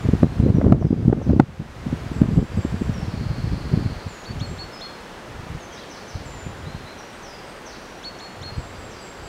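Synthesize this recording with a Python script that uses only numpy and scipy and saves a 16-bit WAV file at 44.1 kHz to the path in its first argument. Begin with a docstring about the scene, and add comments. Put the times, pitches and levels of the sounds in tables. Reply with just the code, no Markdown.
"""Birds in a wood, echoing among the trunks over a steady rush of air. From the start a close camera
is handled in spells: rubbing, dull bumps and ticks come through its body, push its gain down and
overload it, worst at 1.4 s. A phrase of thin whistles opens under this, then a see-saw song at 2 s.
A far trill follows at 3 s, 'tu-wee' notes at 4.2 s, a run of slurs at 5.7 s. With the handling now
faint, the phrase returns at 6.2 s, the 'tu-wee' notes at 8 s and the see-saw song at 8.4 s."""
import sys
import numpy as np
from scipy import signal
from scipy.fft import rfft, irfft, next_fast_len
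from scipy.io import wavfile
from scipy.ndimage import map_coordinates

SR = 44100
rng = np.random.default_rng(int(sys.argv[2]) if len(sys.argv) > 2 else 0)


def digitize_waveform(pressure):
    """Quantize a signal to 16-bit integers and store it at the path in sys.argv[1].

    Rows of a 2-D input are taken as channels; values are limited to [-1, 1].
    """
    field = np.atleast_2d(pressure).T
    bounded = np.clip(field, -1, 1)
    quanta = np.round(bounded * 32767).astype(np.int16)
    wavfile.write(sys.argv[1], SR, quanta)


N = 409248

# air spectrum: freq_hz, density_db
AIR_SPECTRUM = [(15, -36.5), (25, 0), (75, -1), (137, -2.5), (174, 1), (283, -1), (351, 0), (555, -1),
                (951, -4), (1030, -4.5), (1590, -6.5), (5200, -20), (5640, -20.5), (6280, -22),
                (15700, -39.5)]
# handling spells: start_s, length_s, first_db, last_db
RUB_SPELLS = [(0, .39, -33, -26), (0.047, .05, -21, -22), (0.411, .35, -19, -9), (.76, .1, -10, -17),
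              (0.887, .555, -17, -17.5), (1.45, 0.39, -33, -42), (1.816, .34, -36, -37),
              (2.16, .3, -27, -27), (2.5, .7, -32, -34), (3.2, .68, -33, -27), (3.88, .11, -29, -33),
              (4.292, .41, -30, -42.5), (5.272, 0.29, -48, -39), (6.132, .74, -44.5, -43),
              (8.371, 0.59, -44, -50), (9.18, .1, -45, -42)]
# camera body resonances: freq_hz, width_hz, gain_db
BODY_MODES = [(79, 57, -0.5), (129.21, 79, 4.5), (234, 85, -8), (400, 110, -13.5)]
# bumps on the body: time_s, level_db, pitch_hz
BODY_BUMPS = [(.136, -4, 169), (.233, 2.5, 207), (.245, -1.5, 179), (.402, -4.5, 173), (.438, -3.5, 135),
              (.465, -2.5, 231), (.504, -1.5, 166), (.55, 0, 145), (.585, 1, 225), (.647, 0, 216),
              (.682, 0, 231), (.724, 12, 204), (.85, 1, 137), (.909, 3, 194), (.93, 4, 243),
              (1.059, 0, 142), (1.082, 9, 191), (1.099, 0, 235), (1.13, 5, 363), (1.295, 2, 187),
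              (1.308, 3, 201), (1.334, 1, 294), (1.365, 2, 210), (1.4, 20.5, 260), (1.601, -10.5, 140),
              (1.868, -10, 191), (1.93, -9.5, 223), (2.117, -17, 219), (2.219, 2.5, 202), (2.29, -8, 157),
              (2.317, -10, 160), (2.38, 0, 140), (2.428, -8.5, 190), (2.576, -8, 156), (2.651, -9, 225),
              (2.744, -11, 155), (2.82, -11.5, 210), (2.896, -9.5, 179), (2.985, -16, 179),
              (3.031, -13.5, 154), (3.142, -16, 177), (3.304, -14.5, 112), (3.443, -13, 123),
              (3.519, -14.5, 118), (3.74, -6, 139), (3.776, -9, 191), (3.862, -10, 129),
              (4.067, -20.5, 150), (4.361, -19.5, 125), (4.416, -19, 115), (4.491, -21.5, 97),
              (5.401, -25, 105), (5.505, -25, 120), (5.552, -19, 105), (6.157, -19.5, 97),
              (6.467, -23.5, 117), (6.671, -23.5, 90), (6.749, -23, 133), (8.584, -16.5, 105)]
# hard contacts on the casing: start_s, level_db (before colouring)
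CASING_TICKS = [(0.231, -19), (0.614, -14), (.645, -19), (.724, -8.5), (0.825, -18), (1.127, -9),
                (1.216, -20), (1.299, -22), (1.401, -6), (2.234, -25)]

# Bird levels are ahead of the mix gains in scene().
# whistled phrase: offset_s, length_s, start_hz, end_hz, level_db
PHRASE_NOTES = [(0, .0486, 8270, 7100, -46.5), (.042, 0.2, 7338, 7100, -48.5), (.4, .13, 3700, 4250, -47),
                (.601, .09, 3800, 4150, -46), (.728, 0.055, 6190, 5600, -44.5),
                (.871, .06, 8930, 8200, -56), (.971, .16, 6750, 4760, -43.5),
                (1.2, 0.097, 8061, 8450, -55.5)]
# its closing slur: offset_s, level_db
PHRASE_SLUR = (1.4, -45)
# phrase entries: start_s, gain_db
PHRASE_ENTRIES = [(-.185, -4.5), (6.249, 0.5)]
# single whistles: start_s, length_s, start_hz, end_hz, level_db
SINGLE_WHISTLES = [(2.931, .115, 5940, 5280, -45.5), (4.071, 0.17, 7900, 6660, -49.5),
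                   (4.448, .1287, 7801, 7380, -50.5), (4.72, 0.074, 5480, 5007, -40),
                   (4.8, 0.142, 3494, 3400, -48), (5.6, .08, 6862, 6012, -47.5),
                   (5.71, .0347, 2904, 3310, -45), (5.767, .0265, 3416, 3950, -41.5),
                   (5.806, .0316, 3523, 3150, -46), (7.8, .2, 5850, 5720, -56),
                   (8.18, .17, 7371, 7130, -55)]
# sweep of every slur: length_s, start_hz, end_hz
SLUR_SWEEP = (.094, 6600, 3880)
# single slurs: start_s, level_db
SINGLE_SLURS = [(5.719, -47.5), (5.895, -46), (6.074, -46.5), (8.901, -51)]
# see-saw low and high note: offset_s, length_s, start_hz, end_hz, level_db
SEESAW_NOTES = [(.098, .05, 4690, 4750, -46), (.14, .125, 8030, 7400, -50.5)]
# see-saw entries: start_s, gain_db
SEESAW_ENTRIES = [(1.98, -4), (8.42, 0)]
# far trill: start_s, length_s, level_db
FAR_TRILL = (3.03, 1.04, -49)
# 'tu-wee' notes: start_s, length_s, held_hz, held_db, scoop_db
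TUWEE_NOTES = [(4.238, 0.096, 4480, -45, -45), (4.393, 0.081, 4300, -41, -39),
               (4.568, 0.085, 4370, -38, -51.5), (4.796, 0.085, 4255, -37, -43),
               (8.026, 0.06924, 4390, -35.5, -43), (8.185, 0.11, 4327, -44, -41),
               (8.413, 0.10252, 4280, -39, -42)]
# echo decay in the wood: freq_hz, t60_s
WOOD_DECAY = [(3000, 0.86), (5000, 0.89), (8000, 1)]


def amp(db):
    """Decibels to gain."""
    return 10 ** (np.asarray(db) / 20)


def unit(x):
    """Scale to rms 1."""
    return x / np.sqrt(np.mean(x ** 2) + 1e-20)


def along(points, hz):
    """Interpolate (freq_hz, value) points on a log axis."""
    freq_hz, values = np.transpose(points)
    return np.interp(np.log(hz + 1), np.log(freq_hz + 1), values)


def wobble(rate_hz, size=N):
    """Smooth random curve."""
    knots = rng.standard_normal(int(size * rate_hz / SR) + 4)
    return map_coordinates(knots, [np.arange(size) * rate_hz / SR])


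def filtered(x, response):
    """Apply response(hz) to the spectrum."""
    size = next_fast_len(N + SR // 2)
    return irfft(rfft(x, size) * response(np.fft.rfftfreq(size, 1 / SR)), size)[:N]


def coloured(x, colour):
    """Filter by (freq_hz, gain_db) points."""
    return filtered(x, lambda hz: amp(along(colour, hz)))


def add(track, start_s, sound):
    """Mix a sound into the track."""
    start = round(start_s * SR)
    part = sound[max(-start, 0):max(N - start, 0)]
    track[max(start, 0):][:len(part)] += part


def gate(start_s, length_s, edge_s):
    """Gate with linear edges."""
    t = np.arange(N) / SR
    return np.clip(np.minimum(t - start_s, start_s + length_s - t) / edge_s + .5, 0, 1)


def air(middle_db=-38.5, easing_db_per_s=0.1255):
    """Broad rush of distant leaves and wind, slowly easing."""
    from_middle_s = (np.arange(N) - N / 2) / SR
    level_db = middle_db - easing_db_per_s * from_middle_s + 0.11 * wobble(5)
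    return amp(level_db) * unit(coloured(rng.standard_normal(N), AIR_SPECTRUM))


def grip(edge_s=.015):
    """Rubbing envelope: fingers take hold, press or ease evenly, let go."""
    t = np.arange(N) / SR
    return sum(gate(s, length_s, edge_s) * amp(np.interp(t, [s, s + length_s], [first_db, last_db]))
               for s, length_s, first_db, last_db in RUB_SPELLS)


def drag(gain_db=-15, half_width_s=.014, lag_s=.007):
    """Envelope of skin dragging around each listed bump."""
    power, t = np.zeros(N), np.arange(-SR // 10, SR // 10) / SR
    pulse = np.exp(-((t - lag_s) / half_width_s) ** 2)
    for time_s, level_db, _ in BODY_BUMPS:
        add(power, time_s + t[0], amp(min(level_db, 0) + gain_db) ** 2 * pulse)
    return np.sqrt(power)


def body_response(hz):
    """Summed resonances of the camera body."""
    return sum(amp(db) * 1j * hz * width_hz / (mode_hz ** 2 - hz ** 2 + 1j * hz * width_hz)
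               for mode_hz, width_hz, db in BODY_MODES)


def rubbing(slips_per_s=600, clump_db=4.0, bright_db=-16):
    """Skin sticks and slips in clumps, shaking the body; harder is brighter. The camera sways a little."""
    level = np.hypot(grip(), drag())
    clumps = amp(clump_db * wobble(55))
    slips = (rng.random(N) < slips_per_s / SR) * rng.standard_normal(N) * clumps
    soft_colour = [(20, -12), (60, 3), (220, -2.5), (400, -11), (700, -30.5), (1500, -53.5), (4000, -100)]
    hard_colour = [(80, -31), (250, 3.5), (450, -3.5), (750, -15.5),
                   (1500, -30.5), (3000, -54), (8000, -100)]
    sway_colour = [(15, -15), (40, -2.5), (90, 2), (130, -8), (300, -56.5), (1000, -120)]
    soft = unit(coloured(filtered(slips, body_response), soft_colour))
    hard = unit(coloured(slips, hard_colour))
    sway = unit(coloured(rng.standard_normal(N), sway_colour))
    hard_gain = amp(-4.5) * level / (level + amp(bright_db))
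    sway_gain = amp(1.5) / (1 + level / amp(-30))
    return level * (amp(0.5) * soft + hard_gain * hard + sway_gain * sway)


def note(hz, fade_fraction, waver_depth):
    """Bird note: soft-ended sine with slightly unsteady pitch."""
    unsteady_hz = hz * (1 + waver_depth * wobble(250, size=len(hz)))
    tone = np.sqrt(2) * np.sin(2 * np.pi * np.cumsum(unsteady_hz) / SR)
    return tone * signal.windows.tukey(len(hz), fade_fraction)


def sung(notes, entries):
    """Note rows repeated at each (start_s, gain_db)."""
    return [(start_s + offset_s, length_s, start_hz, end_hz, level_db + gain_db)
            for start_s, gain_db in entries for offset_s, length_s, start_hz, end_hz, level_db in notes]


def whistles(notes, settle_fraction=0.25, fall_db=2.5):
    """Thin calls glide quickly, then hold their pitch as they weaken."""
    out = np.zeros(N)
    for start_s, length_s, start_hz, end_hz, level_db in notes:
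        progress = np.linspace(0, 1, int(length_s * SR))
        hz = end_hz + (start_hz - end_hz) * np.exp(-progress / settle_fraction)
        envelope = amp(level_db + fall_db * (.5 - progress))
        add(out, start_s, envelope * note(hz, fade_fraction=0.2, waver_depth=.011))
    return out


def nudges(rate_hz=20, over_rub_db=4, spread_db=2, pitch_at_0db_hz=200, db_per_octave=27):
    """Rows of small chance bumps within the spells; harder ones are briefer, so higher."""
    jitter, strength = rng.random((400, 2)).T
    times_s = (np.arange(len(jitter)) + jitter) / rate_hz
    excess_db = over_rub_db + spread_db * (2 * strength - 1)
    rows = []
    for start_s, length_s, first_db, last_db in RUB_SPELLS:
        end_s = start_s + length_s
        for time_s, db in zip(times_s, excess_db):
            if start_s < time_s < end_s:
                level_db = db + np.interp(time_s, [start_s, end_s], [first_db, last_db])
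                rows.append((time_s, level_db, pitch_at_0db_hz * 2 ** (level_db / db_per_octave)))
    return rows


def bumps(width_cycles=0.29, shudder_db=-16, shudder_t60_s=0.08, scuff_db=-15, scuff_s=0.0041):
    """Each bump shoves the body out and back; quick ones scuff it, and a weak shudder follows."""
    out, contact, t = np.zeros(N), np.zeros(N), np.arange(-SR // 20, SR // 10) / SR
    after_s = np.maximum(t, 0)
    scuff_colour = [(120, -17), (330, 4.5), (480, 1.5), (650, -10), (1100, -20), (2000, -44), (5000, -93)]
    scuff = unit(coloured(rng.standard_normal(N), scuff_colour))
    shudders_hz = 120 * np.exp(0.27 * rng.standard_normal(500))
    for (time_s, level_db, hz), shudder_hz in zip(BODY_BUMPS + nudges(), shudders_hz):
        shove = np.sin(2 * np.pi * hz * t) / np.cosh(np.clip(hz * t / width_cycles, -50, 50))
        decay = amp(shudder_db - 60 * after_s / shudder_t60_s)
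        shudder = decay * np.sin(2 * np.pi * shudder_hz * after_s)
        add(out, time_s + t[0], amp(level_db) * (shove + shudder))
        scuff_gain = min(amp(level_db), 0.73) * min(hz / 200, 1) ** 2
        add(contact, time_s + t[0], scuff_gain * np.exp(-np.abs(t) / scuff_s))
    return out + amp(scuff_db) * contact * scuff


def ticks(t60_s=0.025):
    """Hard contacts click dully in the casing."""
    out, t = np.zeros(N), np.arange(SR // 40) / SR
    for start_s, level_db in CASING_TICKS:
        add(out, start_s, amp(level_db - 60 * t / t60_s) * rng.standard_normal(len(t)))
    return coloured(out, [(100, -7), (600, 24), (1200, 9.5), (2400, -9), (4000, -35.5), (12000, -55)])


def slurs(bend=.8, fall_db=4.5):
    """Fast, fluttering sweeps that slow and weaken as they fall."""
    out = np.zeros(N)
    length_s, start_hz, end_hz = SLUR_SWEEP
    offset_s, closing_db = PHRASE_SLUR
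    closing = [(start_s + offset_s, closing_db + gain_db) for start_s, gain_db in PHRASE_ENTRIES]
    progress = np.linspace(0, 1, int(length_s * SR))
    hz = start_hz + (end_hz - start_hz) * progress * (1 + bend) / (1 + bend * progress)
    for start_s, level_db in SINGLE_SLURS + closing:
        envelope = amp(level_db - fall_db * progress)
        add(out, start_s, envelope * note(hz, fade_fraction=0.1419, waver_depth=0.013))
    return out


def seesaw(pairs=4, period_s=.22, uneven_db=1.2):
    """Rows of one song: a short low and a falling high note in turn, pairs uneven in level."""
    return sung(SEESAW_NOTES, [(k * period_s, uneven_db * rng.normal()) for k in range(pairs)])


def trill(rate_hz=14, top_hz=5400, low_hz=4050):
    """A far bird repeats one falling syllable."""
    start_s, length_s, level_db = FAR_TRILL
    progress = (np.arange(N) / SR * rate_hz + .1 * wobble(5.2)) % 1
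    hz = low_hz + (top_hz - low_hz) * (1 - progress) ** 2
    hz *= 1 + 0.018 * wobble(300)
    syllables = np.sin(2 * np.pi * np.cumsum(hz) / SR) * np.sin(np.pi * progress)
    return amp(level_db) * gate(start_s, length_s, edge_s=.12) * unit(syllables)


def tuwees(rise_s=.025, low_hz=2800, flick_db=-3.5, flick_s=.022):
    """One side of the syrinx scoops up to a held note; the other flicks upward high above."""
    out = np.zeros(N)
    progress = np.linspace(0, 1, int(flick_s * SR))
    for start_s, length_s, held_hz, held_db, scoop_db in TUWEE_NOTES:
        t = np.arange(int(length_s * SR)) / SR
        risen = np.minimum(t / rise_s, 1) ** 1.6
        scoop = note(low_hz + (held_hz - low_hz) * risen, fade_fraction=0.43, waver_depth=0.0084)
        add(out, start_s, amp(scoop_db + (held_db - scoop_db) * risen ** 2) * scoop)
        flick = note(5100 + 2500 * progress, fade_fraction=0.37, waver_depth=0.014)
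        add(out, start_s, amp(scoop_db + flick_db - 10 * progress) * flick)
    return out


def wood_echo(x, trunks_db=3, trunks_s=.07):
    """Near trunks answer first; a diffuse tail dies among the leaves."""
    hz, t, noise = signal.stft(rng.standard_normal(SR), SR, nperseg=256)
    decay_db = trunks_db * np.exp(-t / trunks_s) - 60 * t / along(WOOD_DECAY, hz)[:, None]
    _, tail = signal.istft(noise * amp(decay_db), SR, nperseg=256)
    return signal.fftconvolve(x, tail / np.linalg.norm(tail))[:N]


def gain_control(x, memory_s=0.17, threshold_db=-19.3, slope=0.77, max_cut_db=11, saturation_db=8):
    """Gain sinks while running power is over the threshold; the sensing saturates on peaks."""
    pole = np.exp(-1 / (memory_s * SR))
    sensed = np.minimum(np.abs(x), amp(saturation_db))
    power_db = 10 * np.log10(signal.lfilter([1 - pole], [1, -pole], sensed ** 2) + 1e-12)
    return amp(-np.clip(slope * (power_db - threshold_db), 0, max_cut_db))


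def scene():
    """Birds at three distances, air, and handling at the microphone; mono."""
    near = tuwees()
    thin = whistles(SINGLE_WHISTLES + sung(PHRASE_NOTES, PHRASE_ENTRIES) + sung(seesaw(), SEESAW_ENTRIES))
    sweeps, far = slurs(), trill()
    direct = near + amp(-8.5) * thin + amp(-5.5) * sweeps + amp(-12.5) * far
    near_echo = wood_echo(amp(-7.7) * near)
    far_echo = wood_echo(amp(-6) * thin + amp(1.5) * sweeps + amp(-1) * far)
    return (direct + near_echo + far_echo + air() + bumps() + rubbing() + ticks())[None]


def record(dry, top_hz=15800):
    """Loud handling ducks the gain, the hardest bumps still clip, then a band limit."""
    clipped = np.clip(dry[0] * gain_control(dry[0]), -1, 1)
    return filtered(clipped, lambda hz: hz < top_hz)[None]


dry = scene()
out = record(dry)
digitize_waveform(out)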